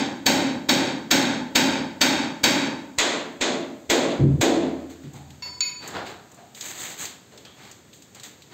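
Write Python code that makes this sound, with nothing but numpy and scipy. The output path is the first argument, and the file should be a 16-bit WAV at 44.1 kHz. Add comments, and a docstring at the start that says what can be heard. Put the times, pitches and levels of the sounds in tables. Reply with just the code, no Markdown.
"""A bare, echoing room where hammer blows land on timber: first on a beam, then more softly on a plank.
Each blow is noise coloured by timber and steel resonances and spread by decaying wall echoes.
Heavy thuds ring the floor boards as damped sines, and a steel tool clinks twice in beating partials.
Feet and boards scuff as shaped noise; hollow knocks and tiny ticks of handling sit over a low rush.
A phone microphone with gain control hears it almost in mono."""
import sys
import numpy as np
from scipy import signal
from scipy.fft import rfft, irfft, next_fast_len
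from scipy.io import wavfile
from scipy.ndimage import map_coordinates

SR = 44100
rng = np.random.default_rng(int(sys.argv[2]) if len(sys.argv) > 2 else 0)


def master_out(mix):
    """Clip the mix to full scale and print it as 16-bit PCM to the path in sys.argv[1]."""
    frames = np.transpose(np.atleast_2d(mix))
    ceiling = np.clip(frames, -1, 1)
    pcm = np.round(ceiling * 32767).astype(np.int16)
    wavfile.write(sys.argv[1], SR, pcm)


def volts_from_db(level):
    """Convert decibel levels to linear amplitude ratios."""
    exponent = np.asarray(level, float) / 20
    return 10 ** exponent


N = 376173  # length in samples

# The rasp of hard surfaces, heard in drags and in the tool's click.
# Each row: frequency in Hz, level in dB.
RASP_COLOUR = [(500, -15), (1200, -10.5), (2000, -1.5), (3500, -4.5), (4700, -6), (5500, -9), (6500, -19)]
# Modes of the beam, named by the table of struck places.
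# Each row: frequency in Hz, width in Hz, level in dB.
TIMBER = [(246.7, 25, -6), (281.4, 49.7, 4.5), (363, 75, -13.5), (565, 128, -4), (806, 114, -2.5),
          (888, 22, -2.5), (1490, 280, -12.5), (1733, 8.6, -12.5), (2224, 630, -17.5), (3190, 205, -15.5),
          (3694, 73, -11.5), (3830, 130, -11), (4480, 137, -8.5), (4660, 100, -9.5), (5340, 194, -5.5),
          (6270, 155, -12), (6770, 64, -23.5), (7660, 65, -14), (8600, 78, -29)]
# Modes of the plank, named there too. Each row: frequency in Hz, width in Hz, level in dB.
PLANK = [(275.7, 47, 1), (343.2, 22, 2), (444, 22, 0.5), (561, 54, -3.5), (655, 99, -7.5), (1014, 370, -10),
         (1770, 314, -37), (1970, 370, -29), (3400, 220, -19.5), (4090, 62, -17.5), (6830, 1000, -22.5),
         (7860, 550, -33.5)]


def along(points, hz):
    """Reads a curve of (Hz, value) points on a log frequency axis."""
    f, v = np.transpose(points)
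    return np.interp(np.log(hz + 1), np.log(f + 1), v)


def unit(x):
    """Scales a sound to rms 1."""
    return x / np.sqrt(np.mean(x ** 2) + 1e-20)


def filtered(x, response):
    """Shapes a sound with a response given as a function of frequency."""
    size = next_fast_len(x.shape[-1] + 8192)
    spectrum = rfft(x, size) * response(np.fft.rfftfreq(size, 1 / SR))
    return irfft(spectrum, size)[..., :x.shape[-1]]


def resonances(modes, hz):
    """Causal sum of (Hz, width Hz, dB) resonances, with dark valleys between them."""
    return sum(volts_from_db(db) * 1j * hz * width / (centre * centre - hz * hz + 1j * hz * width)
               for centre, width, db in modes)


def add(out, s, x):
    """Mixes x into out from time s in seconds, which may lie before the start."""
    i = round(s * SR)
    x = x[max(-i, 0):][:len(out) - max(i, 0)]
    out[max(i, 0):][:len(x)] += x


def echo_field(slow=1):
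    """A fresh one-second answer of the bare walls; bass builds late and dies slowly."""
    # How long the room rings. Each row: frequency in Hz, t60 in s.
    ring_time = [(100, 1), (300, 0.8), (1000, 0.71), (4000, 0.54), (8000, 0.45), (14000, 0.3)]
    # How slowly echoes gather, before slow stretches it. Each row: frequency in Hz, rise time in s.
    build_up = [(150, 0.049), (400, 0.01), (900, 0.01), (1500, 0.003), (8000, 0.0011)]
    hz, t, z = signal.stft(rng.standard_normal(SR), SR, nperseg=256)
    decay = volts_from_db(-60 * t / along(ring_time, hz)[:, None])
    rise = 1 - np.exp(-t / np.abs(slow * along(build_up, hz))[:, None])
    tail = signal.istft(z * decay * rise, SR, nperseg=256)[1][:SR]
    return tail / np.linalg.norm(tail)


def room_tone():
    """A low steady rush from outside: filtered noise."""
    # Colour of the rush. Each row: frequency in Hz, level in dB.
    air_colour = [(30, -27), (80, -5.5), (300, -5.5), (1000, -14.5), (4000, -20.5), (16000, -14.5)]
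    return volts_from_db(-48.5) * unit(filtered(rng.standard_normal(N), lambda hz: volts_from_db(along(air_colour, hz))))


def ticks():
    """Small hard contacts of grit and board edges: brief noise bursts, each with its short echo."""
    # Each row: start in seconds, relative level in dB, brightness in dB.
    tick_rows = [(5.134, -43.5, -6.5), (5.3043, -34, -20), (5.8757, -35, -0.5), (6.316, -49, -2),
                 (6.344, -50, -2), (6.5486, -29, -16.5), (6.6098, -16.5, -19.5), (7.0538, -17.5, -18),
                 (7.376, -27, -25), (7.451, -26.5, -27), (7.7132, -31, -13.5), (7.9304, -30, -37),
                 (8.0218, -34.5, -15), (8.148, -31.5, -14), (8.1978, -27, -21), (8.2339, -22, -22),
                 (8.2523, -43, -16), (8.421, -29.5, -25)]
    out, t = np.zeros(N), np.arange(SR // 3) / SR
    for s, db, bright_db in tick_rows:
        contact = rng.standard_normal(len(t)) * volts_from_db(-60 * t / 0.049)
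        tick = contact + 8 * echo_field()[:len(t)]
        colour = [(800, -41), (2500, -0.5), (4500, 0.0), (7000, bright_db + 20.0)]  # (Hz, dB)
        add(out, s, volts_from_db(db - 5) * filtered(tick, lambda hz: volts_from_db(along(colour, hz))))
    return out


def board_knocks():
    """Hollow board knocks: one resonance each, excited through the room's echo field."""
    # Each row: start in seconds, relative level in dB, resonance in Hz, its width in Hz.
    knock_rows = [(5.135, -36.5, 802, 90), (5.94, -23.5, 750, 80), (6.37, -37, 734, 69.4),
                  (7.32, -44, 444, 200), (7.453, -47.5, 3230, 200)]
    out = np.zeros(N)
    for s, db, hz, width_hz in knock_rows:
        add(out, s, filtered(echo_field(), lambda f: resonances([(hz, width_hz, db + 46.5)], f)))
    return out


def scuff():
    """Soles and boards drag over grit: dense grains of uneven size; each drag swells, holds and fades."""
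    # Drags of soles and boards. Each row: start in seconds, length in seconds, pressure in dB,
    # brightness in dB (low rub below 0, grit above).
    strokes = [(4.76, 0.041, -58, -10), (4.894, 0.013, -49.5, 6.5), (5.019, .03, -54.5, 2),
               (5.13, 0.048, -52, 6), (5.289, 0.022, -58, 3), (5.44, 0.033, -49.5, -4.5),
               (5.805, 0.056, -40.5, -1.8), (5.87, .05, -45, -9.5), (5.934, .04, -36.5, -10),
               (6.05, 0.029, -39, 0), (6.3, 0.034, -61, -6), (6.36, .05, -59.5, -8),
               (6.545, .05, -47, 10.5), (6.605, 0.1, -38.5, 10.5), (6.745, 0.12, -36.5, 9.5),
               (6.88, 0.043, -41, 8), (6.975, 0.06, -35.5, 10), (7.31, 0.022, -55, 3),
               (7.375, 0.011, -57, 8), (7.45, 0.01, -52, -2), (7.56, 0.12, -47.5, 2),
               (7.93, 0.012, -60, 16.5), (8.02, .012, -75, 3), (8.146, 0.019, -50, 1),
               (8.23, 0.018, -44, 9), (8.5, .04, -49.5, 0)]
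    # The low rub. Each row: frequency in Hz, level in dB.
    rub_colour = [(60, -6), (150, -10.5), (350, -1), (520, -4.5), (760, -1.5), (1100, -2), (1600, -6.5),
                  (2200, -18), (3000, -62)]
    # The high fizz of grit. Each row: frequency in Hz, level in dB.
    grit_colour = [(4500, -44.5), (6000, 6.5), (7500, 8), (10000, 7.5), (12000, 7), (15500, 11.5)]
    # (colour, how far brightness moves the level, fade in the room in dB per s)
    layers = [(rub_colour, -0.65, 90), (RASP_COLOUR, 0, 132), (grit_colour, 1.09, 177)]
    rise_share, rise_from_db = 0.54, -10.5  # share of the drag spent swelling, and where that starts
    out, t = np.zeros(N), np.arange(SR) / SR
    grain_size = volts_from_db(1.65 * map_coordinates(rng.standard_normal(N // 64 + 4), [np.arange(N) / 64]))
    for colour, bright_share, fade in layers:
        power = np.zeros(N)
        for s, length, db, bright_db in strokes:
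            swell_db = rise_from_db * np.maximum(1 - t / (rise_share * length), 0)
            fade_db = fade * np.maximum(t - length, 0)
            add(power, s, volts_from_db(db + bright_share * bright_db + swell_db - fade_db) ** 2)
        grains = filtered(grain_size * rng.standard_normal(N),
                          lambda hz: volts_from_db(along(colour, hz)) * (hz < 20000))
        out += np.sqrt(power) * unit(grains)
    return out


def clink():
    """A steel tool rings in beating partials until a hand grips it; its click fills the room."""
    # Each row: start in seconds, level in dB, stretch of the ring times,
    # seconds until it is gripped, share of the click.
    clinks = [(5.423, -27, 2.4, 0.16, 1), (5.606, -15, 1, 0.42, 1)]
    # Frequencies of the steel tool's modes in Hz.
    tool_hz = [988, 2169, 2527, 2708, 4070, 4504, 5152, 5240, 5570, 6866, 12840, 13440]
    # The same modes in order. 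Each row: level in dB, t60 in s before the stretch,
    # dB added in the first clink, beat depth.
    tool_modes = [(-26.5, 0.84, 10.5, 0.76), (-15.5, 0.41, -3, 0.78), (-11, 0.41, -18, 1),
                  (-25.5, 0.12, 14.5, .2), (-10, 0.073, -25, 0.18), (0, 0.43, -2.5, 0.25),
                  (-26, 0.38, 9, .2), (-18, 0.38, 1, .2), (-12.5, 0.088, 1, .2), (-3.5, 0.32, -11, 0.39),
                  (-19, 0.37, -17, 0.23), (-24, .18, 11, .2)]
    out, t = np.zeros(N), np.arange(SR // 2) / SR
    for k, (s, db, stretch, grip, click) in enumerate(clinks):
        ring = np.zeros(len(t))
        for hz, (level, t60, more, depth) in zip(tool_hz, tool_modes):
            beat_hz = rng.uniform(19.0, 39)
            beat = 1 + depth * np.sin(2 * np.pi * (beat_hz * t + rng.random()))  # close mode pairs beat
            envelope = volts_from_db(level + more * (k == 0) - 60 * t / (t60 * stretch))
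            ring += beat * envelope * np.sin(2 * np.pi * (hz * t + rng.random()))
        gripped = volts_from_db(-60 * np.maximum(t - grip, 0) / 0.13)
        ring *= gripped * (1 - np.exp(-t / 0.00017))
        # the walls smear the ring
        ring = 0.96 * ring + 0.33 * signal.fftconvolve(ring, echo_field())[:len(t)]
        burst = rng.standard_normal(len(t)) * volts_from_db(-60 * t / 0.061)
        snap = filtered(burst, lambda hz: volts_from_db(along(RASP_COLOUR, hz)))
        snap_echo = signal.fftconvolve(snap, echo_field())[:len(t)]
        add(out, s, volts_from_db(db) * (ring + click * (snap + 0.92 * snap_echo)))
    return out


def thud():
    """Soft heavy contacts set the floor boards ringing until weight damps them; the lowest mode rings on."""
    # Each row: start in seconds, level in dB, seconds of free ringing,
    # lift of the modes above 200 Hz in dB.
    thuds = [(4.194, -5.5, 0.17, -8.5), (4.236, -11.5, 0.074, 3), (4.376, -16, 0.028, -5),
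             (5.039, -29, 0.071, -6), (5.13, -34, 0.49, -3)]
    # Modes of the floor boards, lowest first. Each row: frequency in Hz, level in dB, t60 in s.
    board_modes = [(80, -22, 3), (103.4, -13, 0.42), (139, -11, 1.5), (161, -17.5, 0.54), (234, -8, 0.25),
                   (288, -12, 1.2), (318, 5.5, 0.064), (379, -11.5, 0.36), (504, -10, 0.12)]
    out, t = np.zeros(N), np.arange(SR) / SR
    for s, db, free, upper_db in thuds:
        damping = volts_from_db(-60 * np.maximum(t - free, 0) / 0.036)
        (low_hz, low_db, low_t60), *rest = board_modes
        ring = damping * sum(volts_from_db(v + upper_db * (f > 200) - 60 * t / t60) * np.sin(2 * np.pi * f * t)
                             for f, v, t60 in rest)
        ring += volts_from_db(low_db - 60 * t / low_t60) * np.sin(2 * np.pi * low_hz * t)
        # loose boards shake
        rumble = unit(filtered(rng.standard_normal(SR), lambda f: 1 / (1 + (f / 260) ** 4)))
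        ring += 0.17 * rumble * damping * volts_from_db(-60 * t / 2.7)
        add(out, s, volts_from_db(db) * ring * (1 - np.exp(-t / 0.0093)))
    return out


def hammer():
    """Each blow cracks on the timber, rings the steel head and fills the room."""
    # Each row: time in seconds, strength in dB, weight in dB (how much the timber booms),
    # steel in dB (how hard the head rings).
    blows = [(-.17, -8, -5.5, 0), (.264, -8, -3.5, 4), (0.692, -8.5, -6, 0.5), (1.112, -6.5, -6.5, 2.5),
             (1.556, -6.5, -6, 2), (2.014, -6, -8.5, 1.5), (2.439, -6, -8.5, 1.5),
             (2.985, -12.5, -8, -13.5), (3.41, -19, -0.5, -20), (3.899, -13, 2.5, -7),
             (4.412, -15.5, 7, -6)]
    # Modes of the steel head. Each row: frequency in Hz, width in Hz, level in dB.
    head_modes = [(12800, 27, -23), (14900, 76, -9)]
    # What is struck. Each row: modes, broadband share, bass in dB, knock in dB, edge in dB,
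    # share of direct crack, share of pre-echo, slowness of the room's build-up.
    places = [(TIMBER, 0.12, -3.5, -3.5, -6.5, 0.036, 0.0052, 0.63),
              (PLANK, 0.29, -9.5, 0.51, -6.5, 0.03, 0.0022, 2.7)]
    plank_from = 2.7  # s, blows after this land on the plank
    # pairs: beam, plank
    low_pop_db, deep_db = (-6.5, 0.5), (-0.5, -23)  # low pop; bass left at the very bottom
    crack_rise_s, crack_t60_s = (0.0052, 0.0017), (0.068, 0.031)
    mode_drift, mode_scatter_db = .015, 1  # modes shift and vary in level from blow to blow
    knock_follows = 0.57  # share of the weight that reaches the knock
    out, t, early = np.zeros(N), np.arange(SR // 20) / SR, .009  # early: length of the pre-echo in s
    walls = [echo_field(place[-1]) for place in places]  # blows on one spot get much the same answer
    for s, db, weight_db, steel_db in blows:
        k = int(s > plank_from)
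        modes, broad, bass_db, knock_db, edge_db, direct, pre_share, slow = places[k]
        modes = [(hz * (1 + mode_drift * rng.standard_normal()), width,
                  v + mode_scatter_db * rng.standard_normal()) for hz, width, v in modes]
        low_db = weight_db + bass_db
        spot = [(55, low_db + deep_db[k]), (130, low_db), (260, weight_db),
                (800, knock_db + knock_follows * weight_db), (1200, -5.5), (2500, -1),
                (7000, edge_db), (13000, steel_db)]  # (Hz, dB)

        def body(hz):
            """Timber and steel resonances over a broadband share, weighted by the blow's colour."""
            struck = broad + resonances(modes, hz) + resonances(head_modes, hz)
            return volts_from_db(db + 56 + along(spot, hz)) * struck

        crack = direct * rng.standard_normal(len(t)) * volts_from_db(-60 * t / crack_t60_s[k])
        crack *= (1 - np.exp(-t / crack_rise_s[k])) ** 2
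        heard = .5 * walls[k] + 0.32 * echo_field(slow)
        heard[:len(t)] += filtered(crack, lambda hz: 1j * hz / (2000 + 1j * hz))
        add(out, s - .001, filtered(heard, body))
        # a brief low pop under each blow
        add(out, s, volts_from_db(db + low_pop_db[k]) * np.exp(-t / 0.011) * (t / 0.007))
        # a faint noise swells for 9 ms before each blow
        pre_echo = pre_share * rng.standard_normal(len(t)) * (t / early) ** 2 * (t < early)
        add(out, s - early, filtered(pre_echo, body))
    return out


def scene():
    """Both channels share one sound; a scattered copy makes only the treble above 5 kHz differ."""
    # Level of the left-right difference. Each row: frequency in Hz, level in dB.
    side_colour = [(5000, -60), (7000, -36), (8500, -20), (12000, -9), (16000, -8)]
    mono = room_tone() + ticks() + board_knocks() + scuff() + clink() + thud() + hammer()
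    scatter = rng.standard_normal(SR // 100)
    scattered = signal.fftconvolve(mono, scatter / np.linalg.norm(scatter))[:N]
    side = filtered(scattered, lambda hz: volts_from_db(along(side_colour, hz)) * (hz > 5000))
    return np.array([mono + side, mono - side])


def low_pass(x):
    """Removes everything above the highest recorded frequency."""
    return signal.sosfilt(signal.butter(12, 16500, fs=SR, output="sos"), x)


def record(dry):
    """Microphone colour, then gain control that turns loud moments down and hardly senses deep bass."""
    # Response of the phone microphone. Each row: frequency in Hz, gain in dB.
    mic_colour = [(25, -22), (58, -10), (76, 0), (130, 4), (1150, -4), (1700, -1), (2900, -3), (3700, 1),
                  (4700, -1.5), (5000, -6), (5900, -7), (6300, 0.5), (7000, 0.5), (7600, -1), (8400, -6.5),
                  (8800, -23.5), (9700, -30), (11400, -42), (11700, -14), (15700, -17.5), (16000, -60)]
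    x = filtered(dry, lambda hz: volts_from_db(along(mic_colour, hz)))
    sensed = filtered(x.mean(0), lambda hz: (1j * hz / (250 + 1j * hz)) ** 2)
    keep = np.exp(-1 / (0.014 * SR))  # level follower with a 14 ms time constant
    level_db = 10 * np.log10(signal.lfilter([1 - keep], [1, -keep], sensed ** 2) + 1e-12)
    x = x * volts_from_db(-.55 * np.maximum(level_db + 26.0, 0))
    x = x / (1 + np.abs(x / .68) ** 6) ** (1 / 6)  # soft clipping towards 0.68
    return low_pass(x)


dry = scene()
out = record(dry)
master_out(out)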